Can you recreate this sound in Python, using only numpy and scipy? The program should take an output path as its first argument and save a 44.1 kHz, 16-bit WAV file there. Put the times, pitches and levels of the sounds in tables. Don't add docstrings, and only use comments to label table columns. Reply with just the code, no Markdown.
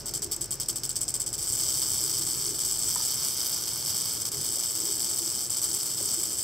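import sys
import numpy as np
from scipy import signal
from scipy.fft import rfft, irfft, next_fast_len
from scipy.io import wavfile
from scipy.ndimage import uniform_filter1d

SR = 44100
rng = np.random.default_rng(int(sys.argv[2]) if len(sys.argv) > 2 else 0)


def output_pcm(signal):
    pcm = np.clip(np.atleast_2d(signal).T, -1, 1) * 32767
    wavfile.write(sys.argv[1], SR, np.round(pcm).astype(np.int16))


def gain_from_db(level_db):
    decades = np.asarray(level_db, float) / 20
    return 10 ** decades


N = 283563
TIME = np.arange(N) / SR

# (first clack [s], closing clack [s], trailing tick [s], level [dB],
# first clack relative to that level [dB])
FIT_ROWS = [(-0.02, .0062, .0167, -15, -4), (.0585, .0927, .1112, -12, -8), (.1381, .1767, .1942, -14, 0),
            (.221, .2446, .2632, -13, -2), (.314, .3427, .3642, -11, -8), (.4101, .4432, .4578, -14, -6),
            (.508, .5402, .5547, -13, -5), (.6, .6323, .66, -14, 0), (.6846, .7095, .7289, -10, -5),
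            (.7586, .783, .7961, -15, 0), (.8347, .8613, .874, -13, 0), (.8925, .9143, .9292, -14, -4),
            (.9571, .9773, .9897, -12, -5), (1.0094, 1.0398, 1.0528, -15, -5),
            (1.0805, 1.1043, 1.1176, -14, -2), (1.141, 1.1644, 1.1767, -13, 0),
            (1.198, 1.227, 1.2394, -14, -8), (1.2628, 1.289, 1.303, -14, -6),
            (1.3292, 1.353, 1.3664, -14, -2)]


def evened(x):
    return x / np.sqrt(np.mean(x ** 2) + 1e-20)


def read(points, hz):
    f, value = np.transpose(points)
    return np.interp(np.log(hz + 1), np.log(f + 1), value)


def column(rows, index):
    rows = np.array(rows)
    return np.interp(TIME, rows[:, 0], rows[:, index])


def coloured(x, response):
    size = next_fast_len(N + 2048)
    spectrum = rfft(x, size) * response(np.fft.rfftfreq(size, 1 / SR))
    return irfft(spectrum, size)[..., :N]


def resonate(x, hz, width):
    turn = np.exp(2j * np.pi * hz * TIME)
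    r = np.exp(-np.pi * width / SR)
    return 2 * (turn * signal.lfilter([1 - r], [1, -r], x / turn)).real


def drift(seconds):
    span = round(seconds * SR)
    once = uniform_filter1d(rng.standard_normal(N), span)
    return evened(uniform_filter1d(once, span))


def causal(gain):
    log_gain = np.log(np.r_[gain, gain[-2:0:-1]] + 1e-5)
    return np.fft.ifft(np.exp(np.conj(signal.hilbert(log_gain)))).real[:1024]


def scatter(train, t60):
    r = np.exp(-2 * np.log(1000) / (t60 * SR))
    energy = signal.lfilter([0, 1 - r], [1, -r], train ** 2)
    return np.sqrt(energy) * rng.standard_normal(N)


def shaking():
    # (time [s], relative level [dB])
    effort = [(1.376, -36.5), (1.44, -32), (1.55, -28.5), (1.9, -27.5), (2.1, -28), (2.5, -29.5),
              (2.97, -27.5), (3.4, -28.5), (3.75, -28.5), (4.2, -29), (4.7, -29.5), (5.3, -29), (5.7, -30),
              (6.0, -29.5), (6.43, -31)]
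    # (time [s], length [s], change of level [dB])
    stumbles = [(2.2, 0.01, -5), (2.529, 0.034, -5), (2.575, 0.024, -5), (2.629, 0.0085, -4),
                (2.803, .023, -1), (2.844, 0.024, -1.5), (3.667, 0.011, -7), (3.806, 0.028, -1),
                (4.186, 0.02, -5), (4.242, 0.018, -11), (4.305, 0.028, -17), (4.36, 0.019, -3),
                (4.741, 0.028, -2), (4.836, 0.025, -3.5), (5.082, 0.023, -2.5), (5.237, 0.019, -2.5),
                (5.479, 0.031, -5.5), (5.559, .012, -4), (5.606, 0.019, -4), (5.679, .014, -3),
                (5.841, 0.019, -3), (5.963, 0.023, -3.5), (6.312, 0.019, 0), (6.367, 0.025, -5.5)]
    wobble_db, wobble_s = 0.9, 0.02
    catch_up, catch_up_s = 0.27, 0.01
    chatter_db = -20
    left_db, settle_s = -11.5, 0.06

    db = column(effort, 1) + wobble_db * drift(wobble_s)
    for s, length, depth_db in stumbles:
        after = TIME - s - length / 2
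        dip = np.exp(-((TIME - s) / (length / 2)) ** 4)
        surge = catch_up * (after > 0) * np.exp(-after.clip(0) / catch_up_s)
        db = db + depth_db * (dip - surge)
    strength = gain_from_db(db) * (TIME > effort[0][0])

    for s, end, _, level_db, _ in FIT_ROWS:
        t = (TIME - s).clip(0)
        held = np.exp(-(t / (end - s)) ** 4)
        lingering = gain_from_db(left_db) * np.exp(-t / settle_s)
        strength = strength + gain_from_db(level_db + chatter_db) * (t > 0) * np.maximum(held, lingering)
    return strength


def blows():
    # (time [s], clacks per second [1/s]); the tail swings at half of it
    pace_rows = [(1.45, 130), (1.7, 134), (2.0, 124), (2.45, 120), (2.75, 114), (3.0, 128), (3.3, 136),
                 (3.6, 114.5), (3.9, 120.4), (4.5, 117.5), (5.2, 121), (5.6, 125), (6.43, 122)]
    fit_pace = 150
    jitter, spread_db = 0.09, 0.5
    loose_per_s, loose_db, bunch = 550, -8.5, 1.8

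    pace = np.where(TIME > pace_rows[0][0], column(pace_rows, 1), fit_pace)
    turns = np.cumsum(pace) / SR
    ends = np.flatnonzero(np.diff(np.floor(turns)))
    late, size = rng.standard_normal((2, len(ends)))
    at = (ends + jitter * late * SR / pace[ends]).astype(int).clip(0, N - 1)
    train = np.zeros(N)
    train[at] = gain_from_db(spread_db * size)

    chatter = loose_per_s * bunch * np.exp(-bunch * (turns % 1))
    struck = rng.random(N) < chatter / SR
    return train + struck * gain_from_db(loose_db + 1.47 * np.minimum(rng.exponential(1, N), 4))


def clacks():
    # (time [s], relative level [dB])
    hard = [(1.3893, -16), (1.4771, -13), (1.6966, -12), (1.9126, -13), (2.0902, -16), (2.1396, -14),
            (2.2219, -15), (2.2888, -16), (2.4778, -14), (2.5462, -15), (2.6494, -13), (2.7013, -15),
            (2.8161, -15), (3.8767, -13), (4.0557, -14), (4.2633, -16), (4.3177, -16), (4.4209, -15),
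            (4.6359, -11), (4.7527, -13), (4.806, -17), (4.8569, -17), (5.1607, -16), (5.254, -15),
            (5.5254, -17), (5.5638, -15), (5.7145, -13), (5.7479, -15), (5.8312, -13), (5.9021, -16),
            (5.9814, -15), (6.0552, -15), (6.0891, -14), (6.2353, -13), (6.3306, -14), (6.3904, -15)]
    gap_s, slowing = 0.008, 1.2
    tire_db, tick_db = -3.0, -11.0
    uneven_db, uneven_s = 1.8, 0.001

    rows = []
    chance = rng.standard_normal((len(FIT_ROWS), 2, 8))
    for (s, end, tick, level_db, first_db), (late, size) in zip(FIT_ROWS, chance):
        u = np.linspace(0, 1, round((end - s) / gap_s) + 1)
        inner = (u > 0) * (u < 1)
        at = s + (end - s) * u ** slowing + uneven_s * late[:len(u)] * inner
        tired = tire_db * u ** 2 - 2 * uneven_db * np.abs(size[:len(u)])
        db = level_db + np.where(u > 0, tired, first_db)
        rows += [*zip(at, db), (tick, level_db + tick_db + uneven_db * size[-1])]
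    return [row for row in rows if row[0] > 0] + hard


def horn():
    # (frequency [Hz], width at half amplitude [Hz], relative level [dB])
    mode_rows = [(2230, 570, -25.5), (3160, 390, -15.5), (3650, 400, -18.5), (4510, 410, -12.0),
                 (4660, 130, -13.5), (5040, 390, -6.0), (5440, 600, -9.5), (5820, 160, -10.5),
                 (5980, 370, -8.0), (6400, 360, -11.5), (6870, 320, -14.0), (7290, 330, -8.0),
                 (7740, 420, -2.0), (8030, 350, -1.0), (8230, 170, -4.5), (8660, 580, -9.5),
                 (8970, 100, -15.5), (9380, 590, -11.5), (10170, 580, -18.5), (11000, 800, -15.0),
                 (12250, 1500, -21.0), (13060, 1500, -14.5), (14360, 1370, -17.0), (15460, 610, -20.0)]
    # (frequency [Hz], relative level [dB])
    crack = [(300, -39), (800, -24), (1300, -22), (1700, -28), (2600, -50), (16500, -25)]
    # (frequency [Hz], gain on the modes [dB])
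    tilt = [(2000, 1), (3500, 0), (5500, 0.5), (8000, 1.28), (11000, 1.3), (15000, 0.8)]
    hz = np.fft.rfftfreq(4096, 1 / SR)
    modes = sum(gain_from_db(db) ** 2 / (1 + (2 * (hz - f) / w) ** 2) ** 2 for f, w, db in mode_rows)
    body = causal(np.sqrt(modes * gain_from_db(read(tilt, hz)) ** 2 + gain_from_db(read(crack, hz)) ** 2))
    return body / np.linalg.norm(body)


def bounced(x):
    bounce_rows = [(14, .7)]
    for delay, strength in bounce_rows:
        loop = np.r_[1, np.zeros(delay - 1), -strength]
        x = signal.lfilter(loop[::-1], loop, x)
    return x


def rattle():
    # (time [s], lean [0 = upright])
    pose = [(0, -0.25), (1.2, -0.66), (1.9, 0.15), (2.8, -0.11), (3.4, 1.), (4.2, 0.41), (4.7, -0.015),
            (6.43, -0.23)]
    main_db, middle_db, low_db = -6.5, 0.5, 1
    buzz_db, hard_db = -2.5, 1.0
    duck_s = 0.003
    bright_spread_db, colour_db = 2.0, 2.5
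    wall_ms, wall_db = 2.3, -8.5
    echo_db, treble_echo_db, apart_db = -5.0, -6.5, -17.0

    train = evened(blows()) * shaking() * gain_from_db(buzz_db)
    bright = gain_from_db(bright_spread_db * rng.standard_normal(N))
    hollow = colour_db * rng.standard_normal(N)
    body = horn()
    for s, db in clacks():
        at = max(round(s * SR) - 6, 0)
        reach = round(duck_s * SR)
        train[max(at - reach, 0):at + reach // 2] *= 0.3
        train[at] = gain_from_db(db + hard_db) / np.abs(body).max()

    def snap(v):
        return v * rng.choice([-1., 1.], N)

    def strike(v, t60, db=echo_db):
        wall = gain_from_db(wall_db) * np.roll(snap(v), round(wall_ms * SR / 1000))
        return snap(v) + wall + gain_from_db(db) * scatter(v, t60)

    def above(hz, edge_hz):
        return 1 / (1 + (edge_hz / (hz + 1)) ** 16)

    def band(v, from_hz, to_hz):
        return coloured(v, lambda hz: np.sqrt(above(hz, from_hz) * (1 - above(hz, to_hz))))

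    lean = column(pose, 1)
    low = strike(train * gain_from_db(low_db * lean), 0.022)
    low = coloured(low, lambda hz: np.sqrt(1 - above(hz, 3900)))
    middle = band(strike(train * gain_from_db(middle_db * lean - hollow), 0.022), 4290, 6120)
    main = band(strike(train * gain_from_db(main_db * lean + hollow), 0.018), 6790, 9100)
    treble = strike(train * bright, 0.0056, treble_echo_db)
    treble = coloured(treble, lambda hz: np.sqrt(above(hz, 9250)))
    sideways = gain_from_db(apart_db) * scatter(train, 0.012)
    both = np.array([bounced(low + middle + main + treble), sideways])
    near, sideways = signal.oaconvolve(both, body[None], axes=1)[:, :N]
    return near, sideways, train


def corner(near, sideways, train):
    # (frequency [Hz], gain [dB])
    ring_colour = [(2000, -13), (4000, 3), (5300, 2), (6600, 4.5), (8000, 1), (15000, -6)]
    # (frequency [Hz], left minus right level [dB])
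    balance = [(300, 3), (2700, -3.5), (4200, -12.5), (6400, 4), (9800, 2), (15000, 1.5)]
    # (frequency [Hz], phase by which left leads [rad])
    lead = [(0, 0), (4390, -0.0), (5250, 0.6), (6460, -0.3), (6980, 1.3), (7490, -0.2), (7920, 0.7),
            (8350, -0.0), (10100, 0.5), (10300, 0.3), (10600, 0.8), (11300, -0.1), (12100, 0.2),
            (16100, 0.0)]
    ring_db, ring_t60 = -3.5, 0.085
    side = np.array([[.5], [-.5]])
    ports = coloured(near, lambda hz: gain_from_db(side * read(balance, hz)) * np.exp(1j * side * read(lead, hz)))
    late = np.r_[np.zeros(90), train][:N]
    ring = np.array([scatter(late, ring_t60), scatter(late, ring_t60)])
    ring = coloured(ring, lambda hz: gain_from_db(read(ring_colour, hz)))
    ring = signal.oaconvolve(ring, horn()[None], axes=1)[:, :N]
    return ports + 2 * side * sideways + gain_from_db(ring_db) * ring


def stereo_noise():
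    # (frequency [Hz], correlation [0-1])
    same = [(30, 1), (210, 0.88), (500, 0.87), (1200, 0.45), (2000, 0.45), (16000, 0.39)]
    a, b = rng.standard_normal((2, N))
    mid = coloured(a, lambda hz: np.sqrt((1 + read(same, hz)) / 2))
    side = coloured(b, lambda hz: np.sqrt((1 - read(same, hz)) / 2))
    return np.array([mid + side, mid - side])


def air():
    # (frequency [Hz], relative level [dB])
    wash = [(25, -32), (45, -14), (65, -4.5), (200, -6), (480, -9), (1000, -14.5), (1500, -16), (2500, -22),
            (4100, -22), (5300, -7), (6400, -16), (8000, -31.5), (11000, -34), (16000, -31.5)]
    rms_db = -45.5
    return gain_from_db(rms_db) * evened(coloured(stereo_noise(), lambda hz: gain_from_db(read(wash, hz))))


def drone():
    # (frequency [Hz], width of each of two passes [Hz], gain [dB])
    bands = [(108, 66, 0), (333.4, 49, -3.5), (403.7, 14.5, -3)]
    # (time [s], level about which it swells [dB])
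    low_level = [(0, -52), (2.5, -49.5), (4.5, -52), (5.2, -56), (6.43, -55)]
    # (time [s], level about which they swell [dB])
    upper_level = [(0, -50), (1, -56.5), (2.3, -50.5), (3.8, -56.5), (4.6, -51), (5.5, -52.5), (6.43, -52)]
    split_hz, swell_db, swell_s = 230, 2.5, 0.05
    noise = stereo_noise()

    def group(rows):
        return evened(sum(gain_from_db(db) * resonate(resonate(noise, hz, w), hz, w) for hz, w, db in rows))

    low = group([row for row in bands if row[0] < split_hz])
    upper = group([row for row in bands if row[0] >= split_hz])
    low = gain_from_db(column(low_level, 1) + swell_db * drift(swell_s)) * low
    upper = gain_from_db(column(upper_level, 1) + swell_db * drift(swell_s)) * upper
    return low + upper


def hum():
    # (time [s], third order [Hz], third order rms level [dB], first order rms level [dB])
    orders = [(0, 134, -55, -54), (.8, 134, -55.5, -56), (1.6, 135, -60, -56), (2.4, 136, -52.5, -60),
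              (3.2, 136, -71, -51)]
    turns = np.cumsum(column(orders, 1)) / SR / 3
    fade = np.clip((orders[-1][0] - TIME) / 0.4, 0, 1)
    third = gain_from_db(column(orders, 2)) * np.sin(6 * np.pi * turns)
    first = gain_from_db(column(orders, 3)) * np.sin(2 * np.pi * turns)
    return np.sqrt(2) * fade * (third + first)


def knocks():
    # (time [s], level before rise and decay [dB], lowest mode [Hz], t60 [s])
    taps = [(2.959, -20, 975, 0.026), (3.0, -23.5, 950, 0.02), (4.569, -33.5, 578, 0.039),
            (6.005, -29, 568.8, 0.033)]
    out = np.zeros(N)
    for s, db, hz, t60 in taps:
        t = (TIME - s).clip(0)
        modes = np.sin(2 * np.pi * hz * t)
        modes += 0.52 * np.sin(2 * np.pi * 1.29 * hz * t)
        modes += 0.3 * np.sin(2 * np.pi * 1.85 * hz * t)
        out += gain_from_db(db - 60 * t / t60) * (1 - np.exp(-t / 0.0036)) * modes
    return out


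def scene():
    return corner(*rattle()) + air() + drone() + hum() + knocks()


def top_cut(x):
    return signal.sosfilt(signal.butter(12, 16520, fs=SR, output="sos"), x)


def record(dry):
    # (frequency [Hz], width [Hz], depth [0-1])
    notches = [(1890, 90, .8), (4830, 70, .75)]
    # (frequency [Hz], gain [dB])
    side_level = [(60, 3), (1000, -3.8), (1500, -10), (1900, -13), (3000, -12.5), (4100, -19), (4400, -5),
                  (8200, -3), (8600, -12), (11000, 4.5), (11500, -4), (16000, 1.5)]
    edge_hz = 15870
    for hz, width, depth in notches:
        dry = dry - depth * resonate(dry, hz, width)
    mid = dry.mean(0)
    side = coloured((dry[0] - dry[1]) / 2, lambda hz: gain_from_db(read(side_level, hz)))
    stereo = np.array([mid + side, mid - side])
    mix = coloured(stereo, lambda hz: gain_from_db(-70 * np.clip((hz - edge_hz) / 250 + .5, 0, 1)))
    return top_cut(mix)


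dry = scene()
out = record(dry)
output_pcm(out)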